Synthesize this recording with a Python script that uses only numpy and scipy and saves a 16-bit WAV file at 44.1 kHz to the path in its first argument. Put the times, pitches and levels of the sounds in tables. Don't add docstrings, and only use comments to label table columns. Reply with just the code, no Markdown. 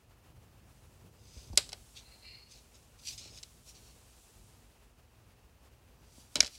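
import sys
import numpy as np
from scipy import signal
from scipy.fft import rfft, irfft
from scipy.io import wavfile
from scipy.ndimage import uniform_filter1d

SR = 44100
rng = np.random.default_rng(int(sys.argv[2]) if len(sys.argv) > 2 else 0)


def inscribe(sig):
    pcm = np.round(np.clip(np.atleast_2d(sig).T, -1, 1) * 32767)
    wavfile.write(sys.argv[1], SR, pcm.astype(np.int16))


N = 290178
TIME = np.arange(N) / SR


def amp(db):
    return 10 ** (np.asarray(db) / 20)


def unit(x):
    return x / np.sqrt(np.mean(x ** 2) + 1e-20)


def read(points, hz):
    f, value = np.transpose(points)
    return np.interp(np.log(hz + 1), np.log(f), value)


def add(mix, s, sound):
    part = mix[round(s * SR):][:len(sound)]
    part += sound[:len(part)]


def colour(x, points, size=4096):
    log_gain = np.log(amp(read(points, abs(np.fft.fftfreq(size, 1 / SR)))))
    taps = np.fft.ifft(np.exp(np.conj(signal.hilbert(log_gain)))).real
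    return signal.fftconvolve(x, taps[:size // 2])[:len(x)]


def noise(points):
    return unit(colour(rng.standard_normal(N), points))


def drift(hz):
    low_pass = np.exp(-(np.fft.rfftfreq(N, 1 / SR) / hz) ** 2)
    return unit(irfft(rfft(rng.standard_normal(N)) * low_pass, N))


def resonate(x, hz, width_hz):
    turn = np.exp(2j * np.pi * np.cumsum(hz) / SR)
    r = np.exp(-np.pi * width_hz / SR)
    return unit((turn * signal.lfilter([(1 - r) ** 2], [1, -2 * r, r * r], x / turn)).real)


def stroke(s, db, swell_s, fade_s, roundness=1.4):
    away = np.maximum((s - TIME) / swell_s, (TIME - s) / fade_s)
    return amp(db - 20 * np.clip(away, 0, 10) ** roundness)


def strokes(rows):
    return np.sqrt(sum(stroke(*row) ** 2 for row in rows))


def room_rumble(level_db=-62, waver_db=1.47):
    # frequency in Hz, relative spectral density in dB.
    spectrum = [(18, -39.5), (30, -6), (59, 3.5), (106, -13.5), (134, -20.5), (233, -16.5), (266, -20),
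                (426, -17.5), (649, -20), (780, -20), (2170, -28), (2680, -25), (3400, -30.5), (5590, -32),
                (16000, -37.5)]
    return amp(level_db + waver_db * drift(19)) * noise(spectrum)


def hand_rub(gain_db=-3, rest_db=-68, fidget_db=2.5):
    # peak time in seconds, relative level in dB, swell and fade in seconds.
    grips = [(.38, -56.5, 1, 0.29), (1.1, -58, 1, 0.89), (1.58, -52, 0.36, 0.27), (2.33, -63.5, 0.24, 1),
             (3.23, -56.5, 0.43, 0.49), (3.75, -58, 0.39, 0.5), (4.45, -61, 0.28, 0.49),
             (5.3, -67, .3, .45), (6.0, -59.5, .3, .7)]
    # frequency in Hz, relative spectral density in dB.
    spectrum = [(30, -29), (60, -4), (105, 4), (200, -9), (450, -17.5), (900, -26), (2000, -38)]
    envelope = np.hypot(amp(rest_db), strokes(grips)) * amp(fidget_db * drift(8))
    return amp(gain_db) * envelope * noise(spectrum)


def mains_hum():
    # frequency in Hz, rms level in dB.
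    partials = [(59.5, -77), (120, -79), (239, -80.5)]
    return sum(amp(db) * np.sqrt(2) * np.sin(2 * np.pi * (hz * TIME + rng.random()))
               for hz, db in partials)


def reverberation(x, near_db=-17, near_t60=0.078, tail_db=-17, delay_s=.005, size=128):
    # frequency in Hz, time to fall 60 dB in seconds.
    decay_times = [(200, 0.1), (1000, 0.13), (4000, 0.28), (8000, 0.32), (15000, 0.1976)]
    # frequency in Hz, gain in dB.
    response = [(150, -0.5), (600, 7.5), (1000, 6.5), (1500, 5.5), (2600, 3.5), (4000, 0), (5500, -3.5),
                (8000, -3.5), (14000, 0.5)]
    hz, _, spectra = signal.stft(x, SR, nperseg=size)
    power = abs(uniform_filter1d(abs(spectra) ** 2, size=3, axis=0))
    step_s = size / 2 / SR
    field = np.zeros(power.shape)
    for band, room_t60 in enumerate(read(decay_times, hz)):
        for db, t60 in (near_db, near_t60), (tail_db, room_t60):
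            retained = np.exp(-2 * np.log(1000) * step_s / t60)
            field[band] += amp(db) ** 2 * signal.lfilter([1 - retained], [1, -retained], power[band])
    carrier = signal.stft(rng.standard_normal(N), SR, nperseg=size)[2]
    diffuse = signal.istft(carrier / carrier.std() * np.sqrt(field), SR, nperseg=size)[1][:N]
    out = np.zeros(N)
    add(out, delay_s, colour(diffuse, response))
    return out


def with_echoes(x):
    # delay in seconds, gain in dB.
    reflections = [(.0015, -12.5), (.0031, -19.5)]
    out = x.copy()
    for delay_s, db in reflections:
        add(out, delay_s, amp(db) * x)
    return out


def table_bumps(table_hz=62, thud_s=0.018, rise_s=0.0064, knock_s=0.0084):
    # start in seconds, thud level and knock level in dB.
    bumps = [(1.365, -34, -51), (1.5, -29.5, -51), (1.509, -26, -64), (1.531, -34, -40.5),
             (1.574, -40, -60), (3.256, -51, -53), (3.324, -49, -60), (6.18, -51, -52.5),
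             (6.358, -45, -36.5), (6.377, -47, -40), (6.387, -59, -44), (6.395, -40, -49),
             (6.43, -41, -42.5)]
    knock_spectrum = [(80, 0), (220, 7.5), (400, -2.0), (850, -4.5), (1400, -28.5), (4000, -44)]
    t, out = np.arange(SR // 5) / SR, np.zeros(N)
    thud = -np.sin(2 * np.pi * table_hz * t) * np.exp(-t / thud_s) * (1 - np.exp(-t / rise_s))
    for s, thud_db, knock_db in bumps:
        knock = unit(colour(rng.standard_normal(len(t)), knock_spectrum)) * np.exp(-t / knock_s)
        add(out, s, amp(thud_db) * thud + amp(knock_db) * knock)
    return out


def face_glide(gain_db=-2):
    # peak time in seconds, relative level in dB, swell and fade in seconds.
    glides = [(.75, -70.5, .17, .85), (1.42, -64.5, 0.34, 0.27), (1.88, -62, 0.62, 0.48),
              (2.15, -66, 0.33, 0.82), (2.52, -65, .04, 0.57), (2.79, -67.5, 0.14, 0.46),
              (3.085, -52, 0.097, 0.16), (3.42, -62.5, 0.21, 0.6), (3.695, -56, 0.074, .04),
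              (3.83, -63.5, 0.32, 0.88), (4.22, -64, 0.47, 0.86), (4.48, -69.5, 0.14, .2),
              (6.19, -60, 0.15, 0.14), (6.35, -61, 0.11, 0.11), (6.55, -59.5, 0.28, 0.11)]
    # frequency in Hz, relative spectral density in dB.
    spectrum = [(1500, -24.5), (3000, -6.5), (5000, -4.5), (7800, -2.5), (10000, -5), (12000, -10),
                (16000, -16)]
    return amp(gain_db) * noise(spectrum) * strokes(glides)


def edge_scrape(catches_per_s=2400, spread_db=3.0, judder_db=1.5, rasp_db=-4, sing_db=-5.5):
    # peak time in seconds, relative level in dB,
    # swell and fade in seconds, resonance of the free part in Hz.
    scrapes = [(1.39, -58, 0.24, .19, 5190), (1.534, -56, 0.01, 0.011, 4940),
               (1.975, -49, 0.028, 0.051, 3850), (2.514, -56.5, .035, 0.06, 5200),
               (2.559, -59.5, 0.042, 0.085, 4400), (2.752, -58, 0.018, .035, 5460),
               (2.995, -60, .02, .04, 5200), (3.086, -42, 0.055, 0.065, 4940),
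               (3.132, -47, 0.022, .028, 5325), (3.182, -47.5, 0.012, .06, 5290),
               (3.26, -51, 0.14, 0.062, 4514), (3.375, -54, 0.15, 0.046, 5400),
               (3.696, -56, .05, 0.052, 5800), (3.756, -58, .015, 0.063, 4800),
               (3.87, -62, .09, 0.082, 4600), (6.2, -67.5, 0.33, 0.16, 5000),
               (6.553, -53.5, 0.048, 0.072, 4800)]
    # frequency in Hz, relative spectral density in dB.
    spectrum = [(760, -53.5), (1300, -43), (1690, -26), (2340, -4), (3240, -8), (3350, -6), (3920, -1),
                (4540, -2), (4930, -6), (5720, 0.5), (6620, -4), (8790, -11), (9660, -15), (14600, -28),
                (16000, -33)]
    # ratio to its resonance, width in Hz, relative level in dB.
    modes = [(.72, 600, -8.5), (.97, 800, 3.5), (1.18, 900, 1), (1.45, 1300, -6.5)]
    caught = rng.random(N) < catches_per_s / SR
    strength = amp(spread_db * np.minimum(rng.exponential(1, N), 5))
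    catches = unit(caught * strength * rng.choice([-1, 1], N))
    friction = (catches + 0.85 * rng.standard_normal(N)) * amp(judder_db * drift(70))
    power = np.array([stroke(*row[:4]) ** 2 for row in scrapes])
    hz = np.array(scrapes)[power.argmax(0), 4]
    sing = unit(sum(amp(db) * resonate(friction, ratio * hz, width) for ratio, width, db in modes))
    rasp = unit(colour(friction, spectrum))
    return (amp(rasp_db) * rasp + amp(sing_db) * sing) * np.sqrt(power.sum(0))


def squeak(gain_db=-2, mid_hz=4230, mid_s=2.22, rise_hz_per_s=550, width_hz=290, flutter_db=2.6):
    # peak time in seconds, relative level in dB, swell and fade in seconds.
    pulls = [(2.125, -59, 0.15, 0.1), (2.28, -51.5, 0.081, 0.25)]
    # ratio to the main frequency, width in Hz, relative level in dB.
    modes = [(.5, 220, -10.5), (.54, 220, -9), (.645, 240, -8), (1.115, 300, -7.5)]
    hz = mid_hz + rise_hz_per_s * (TIME - mid_s)
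    pull = strokes(pulls)
    friction = rng.standard_normal(N) * amp(flutter_db * drift(50))
    main = resonate(friction, hz, width_hz)
    others = sum(amp(db) * resonate(friction, ratio * hz, width) for ratio, width, db in modes)
    return amp(gain_db) * pull * (main + (pull / pull.max()) ** 0.17 * others)


def flick(edge_db, slap_db, ring_db, belly_db, rise_s, flex_s, fibres_db,
          bowed_hz=6700, flat_hz=4000, relax_s=.0018, belly_hz=2320, belly_s=0.002,
          travel_s=0.001, crack_db=10, fibres_s=0.0025):
    # frequency in Hz, relative level in dB, T60 in seconds.
    modes = [(426.7, -28, 0.062), (577.8, -26.5, 0.047), (782, -23, 0.014), (1040, -35.5, .02),
             (1480, -23.5, 0.025), (2130, -19.5, .02), (2660, -32, 0.029), (3020, -11.5, .025),
             (3420, -18, 0.027), (3950, -12, 0.03), (4330, -12.5, 0.022), (4860, -17.5, .02),
             (5544, -28.5, 0.0142), (5900, -26, .014), (7580, -25, 0.015), (9755, -34, 0.0077),
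             (12100, -35.5, 0.0039)]
    # frequency in Hz, gain in dB.
    crack_spectrum = [(200, -18), (600, -6), (1200, -9.5), (2400, 1), (5500, 0.5), (7500, 5), (9300, -3),
                      (10500, -4), (12500, -12.5), (16000, -29)]
    t, bins = np.arange(SR // 12) / SR, np.fft.rfftfreq(SR // 12, 1 / SR)
    onset = 1 - np.exp(-(t / rise_s) ** 2)
    hz = flat_hz + (bowed_hz - flat_hz) * np.exp(-t / relax_s)
    flex = np.sin(2 * np.pi * np.cumsum(hz) / SR) * np.exp(-t / flex_s)
    belly = amp(belly_db) * np.sin(2 * np.pi * belly_hz * t) * np.exp(-t / belly_s)
    bend = irfft(np.exp(-2j * np.pi * 2 * travel_s * np.sqrt(flat_hz * bins)), len(t))
    fibres = rng.standard_normal(len(t)) * np.exp(-t / fibres_s)
    crack = colour(amp(crack_db) * bend + amp(fibres_db) * fibres, crack_spectrum)
    ring = sum(amp(db - 60 * t / t60) * np.sin(2 * np.pi * (f * rng.normal(1, .005) * t + rng.random()))
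               for f, db, t60 in modes)
    tone = [(900, slap_db), (3000, 0.0093), (5800, 0.0048), (8200, edge_db)]
    return colour(onset * (flex + belly + crack + amp(ring_db) * ring), tone)


def settling_ticks():
    # start in seconds, then overall, edge and slap gains in dB.
    ticks = [(1.5567, -49, 6, -3), (1.5826, -22, -8, -3.5), (1.6908, -40.5, 7.5, 5), (1.695, -42, -4, -7),
             (1.7197, -41.5, -1, 8), (1.729, -37.5, 9.5, 13.5), (1.7305, -31, -16, 5.5),
             (3.106, -45, -13, -12), (3.179, -50, -2, -14), (3.3854, -42, -8, -6), (3.4294, -40.5, 3, -14),
             (3.433, -35, -2, -12), (6.3676, -28, -3, -2), (6.3776, -44, -3, 5), (6.418, -43, 13, -12),
             (6.428, -26.5, -3, 10.5), (6.4339, -31, 0, 4), (6.4458, -29.5, -6, -13),
             (6.4518, -39, 5, 12.5), (6.461, -30.5, -6, -3), (6.4678, -33, 0, -35), (6.4763, -36.5, 0, 2)]
    out = np.zeros(N)
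    for s, db, edge_db, slap_db in ticks:
        tick = flick(edge_db, slap_db, ring_db=1.5, belly_db=-13.5,
                     rise_s=0.00066, flex_s=0.0026, fibres_db=-4.5)
        add(out, s, amp(db) * tick)
    return out


def card_snaps(slip_lead_s=.0016):
    # time in seconds; overall, edge, slap, ring, belly and room-spill gains in dB;
    # release in seconds, slip gain in dB, flight in seconds, landing gain in dB.
    snaps = [(1.5748, -6, 8.5, 3.5, -1.5, -25, 0, 0.00091, -14.5, 0.0037, -20.5),
             (6.3561, -15.5, 1, 4, 1, -10.5, 3.5, 0.00074, -38, 0.0053, -29),
             (6.4050, -3.5, -7, -3, -7.5, -6.5, -6, 0.00036, -27, .0028, -31)]
    slip_tone = (0.5, -12.5, -9, -10)
    landing_tone = (-7.5, -5.5, 4, -19)
    direct, spill = np.zeros(N), np.zeros(N)
    for s, db, *snap_tone, spill_db, release_s, slip_db, flight_s, landing_db in snaps:
        stages = [(s - slip_lead_s, slip_db, slip_tone),
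                  (s, db, snap_tone),
                  (s + flight_s, landing_db, landing_tone)]
        for start_s, stage_db, tone in stages:
            snap = amp(stage_db) * flick(*tone, rise_s=release_s, flex_s=0.0018, fibres_db=-8.5)
            add(direct, start_s, snap)
            add(spill, start_s, amp(spill_db) * snap)
    return direct, spill


def scene():
    direct, spill = card_snaps()
    ticks = settling_ticks()
    rustle = edge_scrape() + face_glide()
    cards = with_echoes(direct + ticks) + rustle + reverberation(spill + ticks + rustle) + squeak()
    return (cards + table_bumps() + room_rumble() + hand_rub() + mains_hum())[None]


def record(dry, low_cut_hz=42, high_cut_hz=15900):
    high_pass = signal.butter(3, low_cut_hz, "high", fs=SR, output="sos")
    low_pass = signal.firwin(511, high_cut_hz, window=("kaiser", 9), fs=SR)
    return signal.oaconvolve(signal.sosfilt(high_pass, dry), low_pass[None], "same")


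dry = scene()
out = record(dry)
inscribe(out)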